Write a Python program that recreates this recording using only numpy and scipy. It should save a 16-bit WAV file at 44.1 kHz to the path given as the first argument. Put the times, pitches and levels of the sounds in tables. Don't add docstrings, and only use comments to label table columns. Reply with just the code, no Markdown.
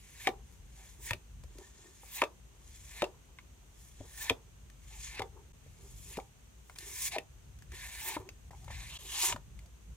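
import sys
import numpy as np
from scipy import signal
from scipy.fft import rfft, irfft, next_fast_len
from scipy.io import wavfile
from scipy.ndimage import uniform_filter1d

SR = 44100
rng = np.random.default_rng(int(sys.argv[2]) if len(sys.argv) > 2 else 0)


def boost(x):
    u = np.asarray(x, float) / 20
    return 10 ** u


def transcribe(u):
    v = np.clip(np.atleast_2d(u).T, -1, 1)
    q = np.round(v * 32767).astype(np.int16)
    wavfile.write(sys.argv[1], SR, q)


N = 439225
T = np.arange(N) / SR
T_COARSE = T[::32]

# [f/Hz, width/Hz, level/dB]
SHEET_MODES = [(1822, 88, 8), (2350, 1240, 11.5), (3000, 890, 3.5), (3576, 1300, 9.5), (1127, 360, 2)]
# [f/Hz, width/Hz, level/dB]
STACK_MODES = [(390, 96, 10.5), (542, 190, 0), (880, 380, 14.5)]
# [f/Hz, level/dB per Hz]
FINE_SPECTRUM = [(2060, -24), (3500, 1.5), (3690, -12), (3960, -6), (4800, -4.5), (7040, 6.5), (8060, 0.5),
                 (10000, -4), (13000, -78), (22000, -120)]
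# [f/Hz, level/dB per Hz]
GLOSS_SPECTRUM = [(4710, -16), (8000, -8), (10300, -3), (12200, -5.5), (15100, -11.5), (15900, -13)]
# [t/s, f/Hz]
OVERHANG = [(0, 2300), (1.09, 2080), (1.88, 1824), (2.13, 2640), (2.27, 2060), (3.08, 2260), (4.2, 1930),
            (4.35, 2220), (6.1, 2558), (6.7, 2030), (7.0, 2370), (7.73, 2030), (8.22, 2350), (8.7, 1980),
            (8.85, 2250), (8.97, 3200), (9.05, 2900), (9.3, 2750)]


def slides():
    fine_db, gloss_db, ring_db = friction()
    low_db, hollow_hz = hollow()
    overhang_hz = np.interp(T, *np.transpose(OVERHANG))
    flutter = wander(0.0093)
    drive, push = pair(0.89), pair(0.84)

    fine = coloured(pair(0.61), FINE_SPECTRUM) * boost(fine_db + 1.1 * flutter + 1.1 * wander(0.0018))
    gloss_level_db = fine_db + gloss_db + 0.74 * flutter + 1.5 * wander(0.013)
    gloss = coloured(pair(0.14), GLOSS_SPECTRUM) * boost(gloss_level_db)
    sizzle = signal.sosfilt(signal.butter(4, 11500, "high", fs=SR, output="sos"), gloss)
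    gloss = gloss + sizzle * boost(3.2 * np.clip(gloss_db, -12, 9) - 9.5)

    corner = ringing(drive, SHEET_MODES[:1]) * boost(-7 - (overhang_hz - 2200) / 90)
    middle = ringing(drive, SHEET_MODES[1:2]) * boost(-1.5 - np.maximum(overhang_hz - 2350, 0) / 70)
    upper = 0.8 * ringing(drive, SHEET_MODES[2:])
    overhang = 0.66 * resonate(drive, overhang_hz, 1100)
    ring = evened(middle + upper + overhang + corner)
    low = evened(0.81 * ringing(push, STACK_MODES) + resonate(push, hollow_hz, 133))

    bright = placed(fine, 1.5, 4e-5) + placed(gloss, -2.3, 1e-5)
    body = ring * boost(ring_db + 1.1 * flutter + 0.24 * wander(0.0054))
    body = body + low * boost(low_db + 3.6 * wander(0.023))
    return patchy(bright + placed(body, 0.15, 7e-5), 1.3)


# [fastest t/s, swell/dB per s, fine level/dB, gloss re fine/dB, ring re fine/dB]
PULLS = [(0.242, 142, -52, -1, 2), (1.062, 309, -47, 4, -3), (2.17, 170, -48, 5, 1),
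         (2.972, 121, -55.5, 0.5, 4), (4.233, 165, -46.5, 4.5, 0), (5.044, 139, -46, -9, -10.5),
         (5.16, 101, -61.5, -7, 11.5), (6.11, 121, -53, -2, -4.5), (7.072, 95, -37, 3, -7),
         (7.122, 1100, -48, -0.5, 5), (8.085, 115.5, -46, 6.5, 0), (8.9, 70, -63, 0, 3),
         (9.145, 205, -47.5, -10, 4), (9.254, 120, -30.5, -2.5, -3)]
# [t/s, length/s, fine level/dB, gloss re fine/dB, ring re fine/dB]
DRAGS = [(-.05, 0.18, -64.5, -5, -2.5), (0.496, .04, -68, -3, -7), (0.753, 0.17, -61.5, -6.5, -4.5),
         (1.566, .11, -62.5, -10.5, -4.5), (1.76, 0.12, -62.5, -14, -5), (1.93, 0.12, -63, -10, -8),
         (2.66, .34, -60, -7, -9.5), (3.782, 0.11, -64, -3, -11.5), (3.957, 0.222, -63, -15, -5.5),
         (4.89, .26, -59.5, -4.5, -2.5), (5.622, 0.28, -75.5, -4, 1), (5.81, 0.36, -61, -4, -15),
         (6.783, 0.27, -56, -14, -1.5), (7.722, .4, -54, -1.5, 3.5), (8.56, .11, -66, -8, -6),
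         (8.69, .275, -55.5, -7, 4), (9.0, 0.28, -63.5, -20, 6), (9.57, 0.049, -79, -19, 3)]


def friction():
    ease_db_per_s, stop_db_per_s, longest_ease_s = (-150, -260, 41), -1050, 0.075
    hard_pull_db, ring_loss_per_s = -47.5, 9.3
    tapped_attack_db_per_s, soft_attack_db_per_s = 452, 130
    growth_db_per_s, release_db_per_s = (10, 21, 5.5), -220
    t, power = T_COARSE, 1e-12
    for s, swell, db, gloss_db, ring_db in PULLS:
        ease_s = min([row[0] - s for row in SLIPS if row[0] > s] + [longest_ease_s])
        shape = swell * np.minimum(t - s, 0) + stop_db_per_s * np.maximum(t - s - ease_s, 0)
        ease = np.subtract(ease_db_per_s, [0, 0, ring_loss_per_s * (db - hard_pull_db)])
        shape = shape + np.outer(ease, np.clip(t - s, 0, ease_s))
        power = power + boost(shape + db + np.array([[0], [gloss_db], [ring_db]])) ** 2
    for s, length, db, gloss_db, ring_db in DRAGS:
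        tapped = min(abs(row[0] - s) for row in TAPS) < .015
        attack = tapped_attack_db_per_s if tapped else soft_attack_db_per_s
        shape = attack * np.minimum(t - s - .025, 0) + release_db_per_s * np.maximum(t - s - length, 0)
        shape = shape + np.outer(growth_db_per_s, np.clip(t - s - length / 2, -length / 2, length / 2))
        power = power + boost(shape + db + np.array([[0], [gloss_db], [ring_db]])) ** 2
    fine_db, gloss_db, ring_db = (np.interp(T, t, 10 * np.log10(p)) for p in power)
    return fine_db, gloss_db - fine_db, ring_db


# [middle t/s, half length/s, level/dB, hollow f/Hz]
RUBS = [(0.246, .03, -66, 795), (0.521, 0.019, -71, 455), (.8, 0.042, -65, 800), (1.025, 0.068, -72, 373),
        (1.61, .035, -63, 392), (1.854, 0.087, -68.5, 370), (2.212, 0.041, -57.5, 850),
        (2.608, .1, -72, 447), (2.97, .03, -64, 861), (3.844, 0.05, -75, 450), (4.033, 0.0425, -64.5, 451),
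        (4.249, 0.074, -64.5, 880), (4.939, .05, -70.5, 913), (5.147, 0.034, -63, 850),
        (5.379, .05, -58.5, 422), (5.834, 0.057, -67, 417), (6.109, 0.046, -68.5, 421),
        (6.85, .12, -66, 380), (7.145, 0.04, -58, 760), (7.737, 0.017, -57.5, 366),
        (7.877, 0.11, -69.5, 800), (8.106, 0.062, -49.5, 880), (8.234, 0.12, -63, 390),
        (8.549, 0.032, -62, 850), (8.733, 0.096, -64, 830), (8.95, 0.049, -65, 699),
        (9.07, 0.066, -62, 406), (9.165, 0.035, -57, 834), (9.271, 0.061, -48.5, 950),
        (9.651, 0.0312, -72, 707)]


def hollow():
    edge_db, settle_db, settle_db_per_s, settle_hz = -8, -24, -260, 444
    t = T_COARSE
    parts = [(boost(-79.5) ** 2, settle_hz)]
    for s, half_s, db, hz in RUBS:
        parts.append((boost(db + edge_db * ((t - s) / half_s) ** 2) ** 2, hz))
    for s, db, _ in FLAPS:
        settling = boost(db + settle_db + settle_db_per_s * abs(t - s)) ** 2
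        parts.append(((t > s) * settling, settle_hz))
    power = sum(p for p, _ in parts)
    hz = sum(p * f for p, f in parts) / power
    return np.interp(T, t, 10 * np.log10(power)), np.interp(T, t, hz)


# [t/s, peak level/dB, ring f/Hz, brightness/dB]
SLIPS = [(0.2714, -12, 2300, -23), (0.2885, -28, 2300, -22), (1.1081, -20, 1810, -17),
         (1.1327, -23.5, 2570, -19), (2.2178, -15, 1810, -22), (2.2378, -22, 2600, -24),
         (3.0204, -20, 2490, -20), (3.0412, -23, 2700, -25), (4.2955, -35.5, 2350, -1),
         (4.2976, -12, 2440, -24), (5.194, -23.5, 2340, -21.5), (5.2194, -27, 2080, -19.5),
         (6.1706, -34, 2440, -13), (6.1998, -39.5, 2310, -30.5), (7.081, -48.5, 2300, -6),
         (7.1632, -36, 2100, -16), (7.1836, -24.5, 2620, -19), (8.165, -39, 1780, -18),
         (9.3243, -22.5, 2920, -20), (9.3617, -32, 1250, -21.5)]
# [t/s, peak level/dB, ring f/Hz, brightness/dB]
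TAPS = [(1.4367, -50, 990, -5), (1.5835, -48, 1430, -4), (3.3865, -39, 2200, -26),
        (4.6997, -49, 1820, -8.5), (6.6967, -41, 1410, -16), (6.7591, -38.5, 2370, -18),
        (6.786, -42.5, 1770, 2), (7.5882, -54.5, 1570, -4), (7.622, -47, 1700, -10),
        (7.7192, -43, 1710, -8), (8.2895, -38, 2600, -14), (8.5098, -46, 1940, -12.5),
        (8.6438, -52, 1050, -4), (8.681, -42.5, 2140, -20), (8.7055, -41.5, 1960, -20),
        (9.5905, -46.5, 2100, -9), (9.6596, -55, 1440, -5)]


def ticks():
    slip_t60_s, tap_t60_s, dull_s_per_db = 0.017, .011, .0007
    rings, cracks, t = np.zeros(N), np.zeros((2, N)), np.arange(2000) / SR
    rows = [(*row, slip_t60_s) for row in SLIPS]
    rows += [(*row, tap_t60_s - dull_s_per_db * row[3]) for row in TAPS]
    for s, db, hz, bright_db, t60_s in rows:
        ring = np.sin(2 * np.pi * hz * t) * boost(-60 * t / t60_s)
        for (mode_hz, _, mode_db), phase in zip(SHEET_MODES, rng.random(len(SHEET_MODES))):
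            near_db = mode_db - 15.5 - 4.5 * abs(np.log2(mode_hz / hz))
            fade = boost(near_db - 60 * t / (0.66 * t60_s))
            ring = ring + fade * np.sin(2 * np.pi * (mode_hz * t + phase))
        band = signal.butter(2, [hz * 0.42, hz * 1.51], "band", fs=SR)
        rattle = evened(signal.lfilter(*band, rng.standard_normal(len(t))))
        ring = ring + rattle * boost(-9 - 60 * t / (2.0 * t60_s))
        add(rings, s, boost(db - 3.5) * ring * np.minimum(t / 0.00052, 1))

        a, b, c = signal.lfilter([1, -1], [1, -1.1, .45], rng.standard_normal((3, len(t))))
        fade = boost(db + bright_db + 1 - 60 * t / 0.027) * np.minimum(t / 0.000244, 1)
        add(cracks[0], s, (a + 0.72 * b) * fade)
        add(cracks[1], s, (a + .6 * c) * fade)
    return np.tile(rings, (2, 1)), cracks


# [t/s, peak level/dB, f/Hz]
FLAPS = [(0.272, -25.5, 808), (0.2768, -20, 760), (0.288, -26.5, 380), (1.1075, -32, 896),
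         (1.112, -33, 960), (1.131, -39, 620), (1.143, -43, 400), (2.2175, -20, 930), (2.222, -22, 1136),
         (2.2305, -22, 560), (2.2345, -25, 850), (3.0205, -24, 850), (3.0282, -19, 560),
         (3.0372, -25.5, 700), (4.299, -28, 1030), (4.304, -29, 950), (4.306, -21, 465), (4.315, -26, 480),
         (5.195, -31, 447), (5.204, -30, 820), (5.218, -28, 810), (6.178, -30.5, 450), (6.1868, -30, 820),
         (7.162, -25, 668), (7.171, -33, 617), (7.182, -34, 470), (8.167, -28, 930), (9.325, -30, 983),
         (9.361, -36, 993)]
# [t/s, peak level/dB, f/Hz]
CREASES = [(1.439, -51, 522), (1.554, -48, 320), (1.586, -44.5, 410), (2.033, -46.5, 830),
           (4.008, -40.5, 595), (5.662, -52, 460), (6.697, -52.5, 704), (7.72, -47, 384), (8.287, -46, 466),
           (8.507, -45.5, 750), (8.532, -48, 933), (8.679, -43, 880), (8.703, -41, 880)]


def flaps():
    landing_db, landing_s = -9, .004
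    out, t = np.zeros(N), np.arange(5000) / SR
    for s, db, hz in [*FLAPS, *CREASES]:
        phase_a, phase_b = rng.random(2)
        turns = hz * (0.775 * t + 0.349 * 0.01198 * (1 - np.exp(-t / 0.013)))
        wave = np.sin(2 * np.pi * turns)
        wave += 0.33 * np.sin(2 * np.pi * (1.45 * turns + phase_a))
        wave += 0.47 * np.sin(2 * np.pi * (0.626 * turns + phase_b))
        t60_s = 0.033 + 2.9 / hz
        land_s = min([row[0] - s for row in SLIPS if .002 < row[0] - s < .026] + [1])
        wave *= boost(landing_db * np.clip((t - land_s) / landing_s, 0, 1))
        add(out, s, boost(db + 0.5 - 60 * t / t60_s) * wave * np.minimum(t * hz / 0.9, 1))
    return out


# [t/s, peak level/dB, f/Hz]
PUFFS = [(0.27, -35.5, 320), (1.112, -32, 104), (2.22, -35, 304), (3.0205, -37, 191), (4.005, -39, 98),
         (4.005, -45, 260), (4.31, -35.5, 93), (5.201, -40, 101), (6.174, -38.5, 192), (8.165, -35, 310),
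         (8.198, -42, 95), (9.341, -43, 91.5), (9.345, -41, 244)]


def puffs():
    out, t = np.zeros(N), np.arange(5000) / SR
    for s, db, hz in PUFFS:
        fade = boost(db + 2.5 - 60 * t / 0.063) * np.minimum(t / 0.00058, 1)
        add(out, s, fade * np.sin(2 * np.pi * hz * t))
    return out


# [t/s, peak level/dB, f/Hz]
OVERTONES = [(0.2716, -26, 3600), (1.1083, -27, 2590), (1.1085, -31, 3360), (2.2182, -20, 2630),
             (2.2195, -28, 3500), (3.0205, -30, 1960), (3.0208, -29, 3650), (4.2972, -22, 1735),
             (4.2974, -19, 3300), (4.307, -33, 2400), (5.0595, -47, 3400), (5.0595, -49, 2200),
             (5.2196, -36, 3500), (7.1838, -34, 1900), (8.549, -56, 2200), (3.3867, -44, 1500),
             (3.3867, -47, 1100), (6.171, -40, 900), (6.697, -47, 2200), (6.697, -48, 950),
             (8.29, -46, 5000), (8.29, -44, 6400)]
# [middle t/s, half length/s, level/dB, f/Hz]
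SQUEAKS = [(0.258, .007, -42, 2300), (1.079, .005, -44, 1900), (1.648, .012, -57, 1800),
           (4.213, .009, -41, 1760), (4.286, .006, -42, 1800), (7.155, .007, -35, 800),
           (5.175, .008, -46, 2600)]


def squeaks():
    out, t = np.zeros(N), np.arange(2000) / SR
    for s, db, hz in OVERTONES:
        fade = boost(db - 60 * t / .02) * np.minimum(t / .0006, 1)
        add(out, s, fade * np.sin(2 * np.pi * hz * t))
    u = t - t.mean()
    for s, half_s, db, hz in SQUEAKS:
        swell = boost(db - 9 * (u / half_s) ** 2)
        add(out, s + u[0], swell * np.sin(2 * np.pi * hz * (u + 1.2 * u ** 2)))
    return out


# [f/Hz, t60/s]
ROOM_T60 = [(200, 0.1295), (800, 0.19), (2500, 0.092), (8000, 0.16)]


def room(x):
    taps = np.zeros((2, 16000))
    at = np.arange(60, 15900, 20) + rng.integers(0, 20, (2, 792))
    np.put_along_axis(taps, at, rng.choice([-1., 1.], at.shape), 1)
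    hz, t, z = signal.stft(taps, SR, nperseg=256)
    tail = signal.istft(z * boost(-60 * t / read(ROOM_T60, hz)[:, None]), SR, nperseg=256)[1]
    tail = 0.17 * tail + 1.0 * tail[::-1] * [[.5], [1.2]]
    length = tail.shape[1]
    z = rfft(tail)
    target = read(ROOM_T60, np.fft.rfftfreq(length, 1 / SR))
    z = z * np.sqrt(target / uniform_filter1d(abs(z) ** 2, size=50))
    tail = irfft(z) * np.clip(np.linspace(8, -1, length), 0, 1)
    return signal.fftconvolve(x, tail / np.linalg.norm(tail[0]), axes=1)[:, :N]


# [f/Hz, level/dB per Hz]
RUMBLE_SPECTRUM = [(18, -27.5), (30, -17), (42, -2), (53, 4), (81, -6.5), (139, -11.5), (171, -17.5),
                   (270, -33), (320, -35.5), (420, -69), (700, -120)]
# [t/s, level/dB]
RUMBLE_LEVEL = [(0.0, -57), (0.69, -51), (0.8, -61.5), (1.14, -47), (1.25, -59), (1.39, -45.5),
                (1.66, -59.5), (5.88, -53), (5.94, -48.5), (6.32, -58.5), (7.68, -51), (7.96, -59),
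                (8.71, -45.5), (9.26, -58), (9.32, -44), (9.85, -57.5), (9.9, -45.5), (9.96, -61)]
# [f/Hz, level/dB per Hz]
HISS_SPECTRUM = [(120, -15), (200, 2), (273, -4.5), (634, -10), (1970, -14), (2840, -12.5), (5110, -20),
                 (6480, -10), (7240, -16.5), (8530, -14.5), (9350, -22.5), (14200, -22), (15900, -29.5)]


def background():
    a, b, c = rng.standard_normal((3, N))
    level_db = np.interp(T, *np.transpose(RUMBLE_LEVEL)) + 0.87 * wander(0.0338) + 1.23 * wander(0.135)
    rumble = coloured(a + [[.22], [.3]] * np.array([b, c]), RUMBLE_SPECTRUM) * boost(level_db)
    rumble = signal.sosfilt(signal.butter(4, 38, "high", fs=SR, output="sos"), rumble)
    hiss = coloured(rng.standard_normal((2, N)), HISS_SPECTRUM) * boost(-64.5)
    return rumble * boost(np.array([[.8], [-.8]])) + hiss


def evened(x):
    return x / np.sqrt(np.mean(x ** 2) + 1e-20)


def read(points, hz):
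    f, value = np.transpose(points)
    return np.interp(np.log(hz + 1), np.log(f + 1), value)


def coloured(x, spectrum):
    size = next_fast_len(N)
    hz = np.fft.rfftfreq(size, 1 / SR)
    inside = (hz > spectrum[0][0]) & (hz < spectrum[-1][0])
    return evened(irfft(rfft(x, size) * boost(read(spectrum, hz)) * inside, size)[..., :N])


def ringing(x, modes):
    out = 0
    for hz, width_hz, db in modes:
        b, a = signal.iirpeak(hz, hz / width_hz, SR)
        out = out + boost(db) * evened(signal.lfilter(b, a, signal.lfilter(b, a, x)))
    return evened(out)


def resonate(x, hz, width_hz):
    turn = np.exp(2j * np.pi * np.cumsum(hz) / SR)
    r = np.exp(-np.pi * width_hz / SR)
    smooth = signal.lfilter([1], np.convolve([1, -r], [1, -r]), x / turn)
    return evened((turn * smooth).real)


def wander(span_s):
    size = max(round(span_s * SR), 2)
    return evened(uniform_filter1d(uniform_filter1d(rng.standard_normal(N), size), size))


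def pair(same):
    a, b, c = rng.standard_normal((3, N))
    grit = boost(2.0 * np.minimum(rng.exponential(1, N), 5))
    return grit * (np.sqrt(same) * a + np.sqrt(1 - same) * np.array([b, c]))


def patchy(x, depth_db):
    z = signal.stft(x, nperseg=256, noverlap=192)[2]
    patches = uniform_filter1d(rng.standard_normal(z.shape[1:]), 5, 0)
    patches = uniform_filter1d(patches, 24, 1)
    return signal.istft(z * boost(depth_db * evened(patches)), nperseg=256, noverlap=192)[1][:, :N]


def placed(x, pan_db, lag_s):
    size = next_fast_len(N)
    delay = np.exp(-2j * np.pi * np.fft.rfftfreq(size, 1 / SR) * lag_s)
    late = irfft(rfft(x[1], size) * delay, size)[:N]
    return np.array([x[0] * boost(pan_db / 2), late * boost(-pan_db / 2)])


def add(mix, s, sound):
    part = mix[round(s * SR):][:len(sound)]
    part += sound[:len(part)]


def scene():
    rings, cracks = ticks()
    hits = rings + flaps() + puffs() + squeaks()
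    rubs = slides()
    near = placed(hits, 2.2, 9.5e-5) + placed(cracks, 1.64, 3e-5) + rubs
    near = near + room(boost(-11) * hits + boost(-14.0) * cracks + boost(-15) * rubs)
    near = near - 0.27 * signal.lfilter(*signal.iirpeak(1490, 4.5, SR), near)
    return near + background()


def band_limit(x):
    return signal.sosfilt(signal.butter(12, 15900, fs=SR, output="sos"), x)


# [middle t/s, half length/s]
DROPOUTS = [(.521, .002), (5.527, .005), (6.75, .003), (8.503, .003), (8.982, .007)]


def record(dry):
    for s, half_s in DROPOUTS:
        dry = dry * (1 - .88 * np.exp(-((T - s) / half_s) ** 4))
    mix = signal.sosfiltfilt(signal.butter(12, 16000, fs=SR, output="sos"), dry)
    return band_limit(mix)


dry = scene()
out = record(dry)
transcribe(out)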